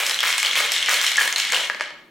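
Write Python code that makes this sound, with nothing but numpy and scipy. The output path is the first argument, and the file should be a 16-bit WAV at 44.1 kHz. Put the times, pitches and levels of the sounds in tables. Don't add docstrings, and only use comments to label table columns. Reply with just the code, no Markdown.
import sys
import numpy as np
from scipy import signal
from scipy.fft import rfft, irfft
from scipy.io import wavfile
from scipy.ndimage import uniform_filter1d, minimum_filter1d

SR = 44100
rng = np.random.default_rng(int(sys.argv[2]) if len(sys.argv) > 2 else 0)


def wav_out(sig):
    wavfile.write(sys.argv[1], SR, np.round(np.clip(np.atleast_2d(sig).T, -1, 1) * 32767).astype(np.int16))


N = 92742
T = np.arange(N) / SR

# start_s [s], thud_db [dB], clatter_db [dB], spray_db [dB], spray_delay_s [s]
STROKE_LANDINGS = [(-.03, -35.5, -26, -28.5, -0.013), (0.063, -38.5, -30, -28.5, -0.016),
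                   (0.228, -38.5, -23, -30, 0.033), (0.427, -38, -30.5, -31, -0.056),
                   (0.555, -29, -27, -28.5, 0.003), (.762, -51, -45, -32, -0.045),
                   (0.885, -35.5, -25, -26.5, 0.017), (1.014, -44.5, -32.5, -27, .003),
                   (1.19, -32, -25.5, -28, -0.0024), (1.359, -66, -35.5, -34, 0.0086),
                   (1.517, -29, -30.5, -34, 0.025)]
# time_s [s], level_db [dB]
TUMBLE_LEVEL = [(0, -27), (.18, -33), (.28, -24.5), (.42, -30.5), (.6, -24.5), (.705, -27.5), (.77, -25.5),
                (.85, -28), (.93, -25), (1.25, -27.5), (1.345, -43), (1.39, -27), (1.655, -27.5),
                (1.7, -45), (1.785, -49), (1.815, -32.5), (2.1, -74)]
# start_s [s], level_db [dB], pitch_hz [Hz], crack_db [dB re the ring]
HARD_CUBE_HITS = [(0.065, -26.5, 4650, 18), (0.0958, -6.5, 5230, -5), (.1100, -7.5, 3900, -6),
                  (0.144, -7.5, 4000, -9), (0.1896, -7.5, 3180, -17), (0.2049, -5.5, 3330, -3.5),
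                  (0.3027, -12.5, 2340, -6), (0.3274, -9.5, 3270, -3), (0.381, -12, 3150, 6.5),
                  (.3996, -14, 2200, 2), (.4294, -7, 2300, -2), (0.4488, -7, 3070, -11),
                  (0.4604, -8.5, 4270, -8.5), (0.468, -7, 3160, -20), (0.512, -4, 3360, -26),
                  (0.5546, -8.5, 2340, -7), (0.5628, -8, 3280, -15), (0.576, -9.5, 2550, -9),
                  (.6010, -11.5, 2150, -2), (.6436, -11, 3600, -19), (.7190, -10, 2970, 10),
                  (0.7632, -6, 3680, -5.5), (0.78, -10, 3900, -17), (0.8266, -5.5, 3280, -13),
                  (.8605, -9, 3130, -7), (.8930, -19, 1960, 14.5), (.9420, -14, 4500, 8.5),
                  (1.0140, -19.5, 2150, 13.5), (1.0437, -8, 2190, -10), (1.065, -4, 4160, -3.5),
                  (1.1167, -12.5, 2140, 0), (1.1573, -12, 2130, -1), (1.17, -14.5, 6500, 7.5),
                  (1.215, -10.5, 3120, -13), (1.2761, -12, 1800, 4.5), (1.3260, -16.5, 4400, 9),
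                  (1.3607, -6, 4160, -8.5), (1.382, -11, 6860, 8), (1.3997, -12, 2770, 2),
                  (1.4200, -11, 4280, -15), (1.5017, -18, 2150, -2), (1.5215, -9, 2250, 0.5),
                  (1.5316, -19, 2770, 4), (1.5452, -5.5, 2870, -8), (1.564, -6, 2880, -10),
                  (1.8384, -21, 3000, -27)]
# start_s [s], level_db [dB], main_note_t60_s [s], overtones_db [dB re the main note]
BASE_KNOCKS = [(0.231, -7, 0.0052, -2), (.2380, -5, 0.0077, -15), (0.8858, 3, 0.0032, -11.5),
               (0.8884, -8.5, 0.0082, 0), (1.1794, -8, 0.025, -24), (1.183, -3, 0.032, -11),
               (1.2102, 0.5, 0.0085, -11), (1.6987, -2, 0.0069, -3), (1.7470, -23, 0.007, 14),
               (1.7982, -24, 0.025, 13), (1.8088, -3, 0.0052, 2.5), (1.905, -31, 0.0033, 14)]
# pitch_hz [Hz], level_db [dB], t60_s [s]
BASE_OVERTONES = [(628, -24.5, 0.053), (992, -27.5, 0.045), (1310, -11.5, 0.0058), (2150, -9, 0.0065),
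                  (4440, -9.5, 0.0028)]
# pitch_hz [Hz], level_db [dB], t60_s [s]
TIN_RING_MODES = [(499.2, -44.5, 0.024), (587, -46.5, 0.2), (1255, -42.5, 0.034), (1672, -43, 0.21),
                  (1743, -61, 0.13), (1970, -54.5, 0.043), (2191, -41.5, 0.079), (2300, -68.5, 0.097),
                  (2972, -40, 0.025), (3190, -41.5, 0.033), (4240, -35, 0.049), (5500, -35.5, 0.023)]
THUD_COLOUR = [(60, -33.5), (150, -31), (330, -7), (500, 4.5), (1000, 4.5), (1600, 4.5), (4000, -28)]
CLATTER_COLOUR = [(200, -39.5), (600, -18), (1100, 2), (1750, 3), (2300, 6), (3500, -3.5), (7000, -13.5)]
RATTLE_COLOUR = [(100, -55), (400, -22), (1500, -8), (2200, 0.5), (2600, -3.5), (3150, 2), (4200, -5.5),
                 (4800, -9.5), (10000, -11), (16000, -29.5)]
SPRAY_COLOUR = [(500, -51), (2000, -20), (4000, 1.5), (6700, 5), (12000, -3.5), (16000, -18.5)]
CRACK_COLOUR = [(150, -67.5), (700, -5.5), (2000, -2.5), (7000, 3.5), (11000, -8.5), (16000, -16)]
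HUM_COLOUR = [(25, -5), (100, -4), (210, 8.5), (350, 8.5), (900, -10.5), (9000, -22)]
# frequency_hz [Hz], t60_s [s]
ROOM_DECAY = [(200, 1), (1500, 0.63), (4000, 0.57), (8000, 0.25), (14000, 0.04)]
# frequency_hz [Hz], level_db [dB re direct]
ROOM_LEVEL = [(200, -6.5), (1500, -8), (4000, -6.5), (14000, -11.5)]
# frequency_hz [Hz], side_db [dB re mid]
ROOM_WIDTH = [(200, -12), (700, -11), (5000, -3), (14000, 2.5)]
# centre_hz [Hz], width_hz [Hz]
WALL_DELAY_BANDS = [(2000, 1450), (3400, 3500), (6500, 2100)]

THUD_ENVELOPE = dict(attack_s=0.021, hold_s=0.053, fall_db_per_s=178)
CLATTER_ENVELOPE = dict(attack_s=0.0015, hold_s=0.038, fall_db_per_s=112)
SPRAY_ENVELOPE = dict(attack_s=0.01, hold_s=0.031, fall_db_per_s=114)
CHATTER_ENVELOPE = dict(attack_s=0.00083, hold_s=0.0056, fall_db_per_s=483)
CHATTER_DB = -16
CHATTER_PER_CRACK = 0.36
CUBE_RING_CYCLES, HIT_RING_CYCLES, CRACK_T60_S = 8.3, 28.4, 0.0064
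FIRM_DB, GENTLE_TOP_HZ = -35, 9600
BUNCHES_PER_S, BUNCH_T60_S = 64, 0.01
BUNCH_BASE = 0.62
BASE_NOTE_HZ = 1775
KNOCK_TOP_HZ = 8040
RADIATION_HZ = 154
SHAKE_HZ = 3.1
FIRST_ECHO_S, PAN_DB = 0.0025, 0.32
HUM_DB = -57
LIMIT_DB, LIMIT_WINDOW_S = -5.5, 0.002
CUTOFF_HZ = 15900


def from_db(db):
    return 10 ** (np.asarray(db) / 20)


def rms_one(x):
    return x / np.sqrt(np.mean(x ** 2) + 1e-20)


def at_hz(points, hz):
    frequency_hz, value = np.transpose(points)
    return np.interp(np.log(np.maximum(hz, 1)), np.log(frequency_hz), value)


def filtered(x, kind, hz, order=2):
    return signal.sosfilt(signal.butter(order, hz, kind, fs=SR, output="sos"), x)


def coloured(x, spectrum, size=2048):
    level_db = at_hz(spectrum, np.fft.rfftfreq(size, 1 / SR))
    cepstrum = irfft(np.log(from_db(level_db)))
    cepstrum[1:size // 2] *= 2
    cepstrum[size // 2 + 1:] = 0
    impulse = irfft(np.exp(rfft(cepstrum)))
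    return signal.fftconvolve(x, impulse)[:N]


def ring(x, hz, t60):
    r = from_db(-60 / (t60 * SR))
    w = 2 * np.pi * hz / SR
    return signal.lfilter([0, np.sin(w)], [1, -2 * r * np.cos(w), r * r], x + 1e-18)


def struck(hz, t60, size=4096):
    tone = np.sin(2 * np.pi * hz * T[:size]) * from_db(-60 * T[:size] / t60)
    return filtered(tone, "high", hz / 2)


def add(out, start_s, sound):
    i = int(np.clip(start_s * SR, 0, N - 1))
    out[i:i + len(sound)] += sound[:N - i]


def contacts(per_s, spread_db):
    born = rng.random(N) < per_s / SR
    size = from_db(-spread_db * rng.random(N))
    return rms_one(born * size * rng.choice([-1, 1], N))


def surges(times, levels_db, attack_s, hold_s, fall_db_per_s):
    age = T - times[:, None]
    swell = np.clip(age / attack_s, 0, 1)
    fall_db = fall_db_per_s * np.maximum(age - hold_s, 0)
    gain = swell * from_db(levels_db[:, None] - fall_db)
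    return np.sqrt(np.sum(gain ** 2, axis=0))


def room_hum(side_db=-14):
    mid, side = (rms_one(coloured(rng.standard_normal(N), HUM_COLOUR)) for _ in range(2))
    return from_db(HUM_DB) * (mid + from_db(side_db) * side * [[1], [-1]])


def bunches(count=200):
    early, size = rng.random((count, 2)).T
    start_s = np.minimum((np.arange(count) + early) / BUNCHES_PER_S, N / SR)
    starts = np.zeros(N + SR)
    starts[(start_s * SR).astype(int)] = size
    keep = from_db(-60 / (BUNCH_T60_S * SR))
    bursts = signal.lfilter([1], [1, -keep], starts[:N] + 1e-18)
    return rms_one(BUNCH_BASE + bursts)


def strokes():
    start_s, thud_db, clatter_db, spray_db, spray_delay_s = np.transpose(STROKE_LANDINGS)
    thud = rms_one(coloured(contacts(per_s=900, spread_db=25), THUD_COLOUR))
    clatter = rms_one(coloured(contacts(per_s=1800, spread_db=19.5), CLATTER_COLOUR))
    spray = rms_one(coloured(contacts(per_s=6400, spread_db=40.5), SPRAY_COLOUR))
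    thud = thud * surges(start_s, thud_db, **THUD_ENVELOPE)
    clatter = clatter * surges(start_s, clatter_db, **CLATTER_ENVELOPE)
    spray = spray * surges(start_s + spray_delay_s, spray_db, **SPRAY_ENVELOPE)
    return thud + bunches() * (clatter + spray)


def cube_rings(clicks, count=16):
    dealt = rng.integers(0, count, N)
    rings = np.zeros(N)
    for k, hz in enumerate(np.geomspace(1500, 8000, count)):
        rings += hz * ring(clicks * (dealt == k), hz, CUBE_RING_CYCLES / hz)
    return rms_one(rings)


def tumbling_cubes(tick_db=-3):
    clicks = contacts(per_s=2200, spread_db=9.5)
    rattle = rms_one(coloured(cube_rings(clicks) + from_db(tick_db) * clicks, RATTLE_COLOUR))
    gentle = filtered(rattle, "low", GENTLE_TOP_HZ, order=1)
    start_s, level_db, _, crack_db = np.transpose(HARD_CUBE_HITS)
    chatter_db = level_db + CHATTER_DB + CHATTER_PER_CRACK * crack_db
    chatter = surges(start_s, chatter_db, **CHATTER_ENVELOPE)
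    tumble = from_db(np.interp(T, *np.transpose(TUMBLE_LEVEL)))
    firm = np.minimum(np.hypot(tumble, chatter) / from_db(FIRM_DB), 1) ** 2
    blend = gentle + firm * (rattle - gentle)
    return blend * np.hypot(tumble * bunches(), chatter)


def tin_rings(x, ring_db=-8):
    push = np.diff(x, prepend=0)
    rings = np.zeros(N)
    for hz, level_db, t60 in TIN_RING_MODES:
        rings += from_db(level_db) * ring(push, hz, t60) * SR / (2 * np.pi * hz)
    return from_db(ring_db) * rings


def through_wall(x):
    for hz, width_hz in WALL_DELAY_BANDS:
        r = np.exp(-np.pi * width_hz / SR)
        poles = [1, -2 * r * np.cos(2 * np.pi * hz / SR), r * r]
        x = signal.lfilter(poles[::-1], poles, x)
    return filtered(x, "high", RADIATION_HZ)


def room_response(count=12):
    t, echoes = T[:SR // 2], 0
    edges = np.geomspace(80, 18000, count + 1)
    for low, high in zip(edges, edges[1:]):
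        hz = np.sqrt(low * high)
        decay = from_db(-60 * t / at_hz(ROOM_DECAY, hz)) * (t > FIRST_ECHO_S)
        mid, side = filtered(rng.standard_normal((2, len(t))), "band", [low, high])
        pair = mid + from_db(at_hz(ROOM_WIDTH, hz)) * side * [[1], [-1]]
        echoes = echoes + from_db(at_hz(ROOM_LEVEL, hz)) * pair * decay / np.linalg.norm(decay)
    return echoes


def kitchen(x, count=4):
    place = (count - 1) * np.abs(2 * (SHAKE_HZ * T % 1) - 1)
    echoes = 0
    for k in range(count):
        share = np.sqrt(np.maximum(1 - np.abs(place - k), 0))
        echoes = echoes + signal.fftconvolve((x * share)[None], room_response(), axes=1)[:, :N]
    return echoes


def cube_hits(size=1024, overtone_db=-10):
    rings, cracks = np.zeros((2, N))
    crack_fall = from_db(-60 * T[:size] / CRACK_T60_S)
    for start_s, level_db, hz, crack_db in HARD_CUBE_HITS:
        overtone_hz = hz * rng.uniform(1.325, 1.99)
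        for partial_hz, partial_db in ((hz, 0), (overtone_hz, overtone_db)):
            partial = struck(partial_hz, HIT_RING_CYCLES / partial_hz)
            add(rings, start_s, from_db(level_db + partial_db) * partial)
        add(cracks, start_s, from_db(level_db + crack_db) * rng.standard_normal(size) * crack_fall)
    return rings + coloured(cracks, CRACK_COLOUR)


def knocks():
    out = np.zeros(N)
    overtones = sum(from_db(level_db) * struck(hz, t60) for hz, level_db, t60 in BASE_OVERTONES)
    for start_s, level_db, t60, overtones_db in BASE_KNOCKS:
        knock = struck(BASE_NOTE_HZ, t60) + from_db(overtones_db) * overtones
        add(out, start_s, from_db(level_db) * knock)
    return filtered(out, "low", KNOCK_TOP_HZ)


def scene():
    ice = strokes() + tumbling_cubes() + cube_hits() + knocks()
    shaker = through_wall(ice + tin_rings(ice))
    return (shaker + kitchen(shaker)) * from_db([[PAN_DB], [-PAN_DB]]) + room_hum()


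def record(dry):
    width = max(int(LIMIT_WINDOW_S * SR), 3)
    allowed = np.minimum(1, from_db(LIMIT_DB) / (np.abs(dry).max(axis=0) + 1e-9))
    gain = uniform_filter1d(minimum_filter1d(allowed, width), width)
    top_cut = signal.ellip(12, .1, 80, CUTOFF_HZ, fs=SR, output="sos")
    return signal.sosfilt(top_cut, dry * gain)


dry = scene()
out = record(dry)
wav_out(out)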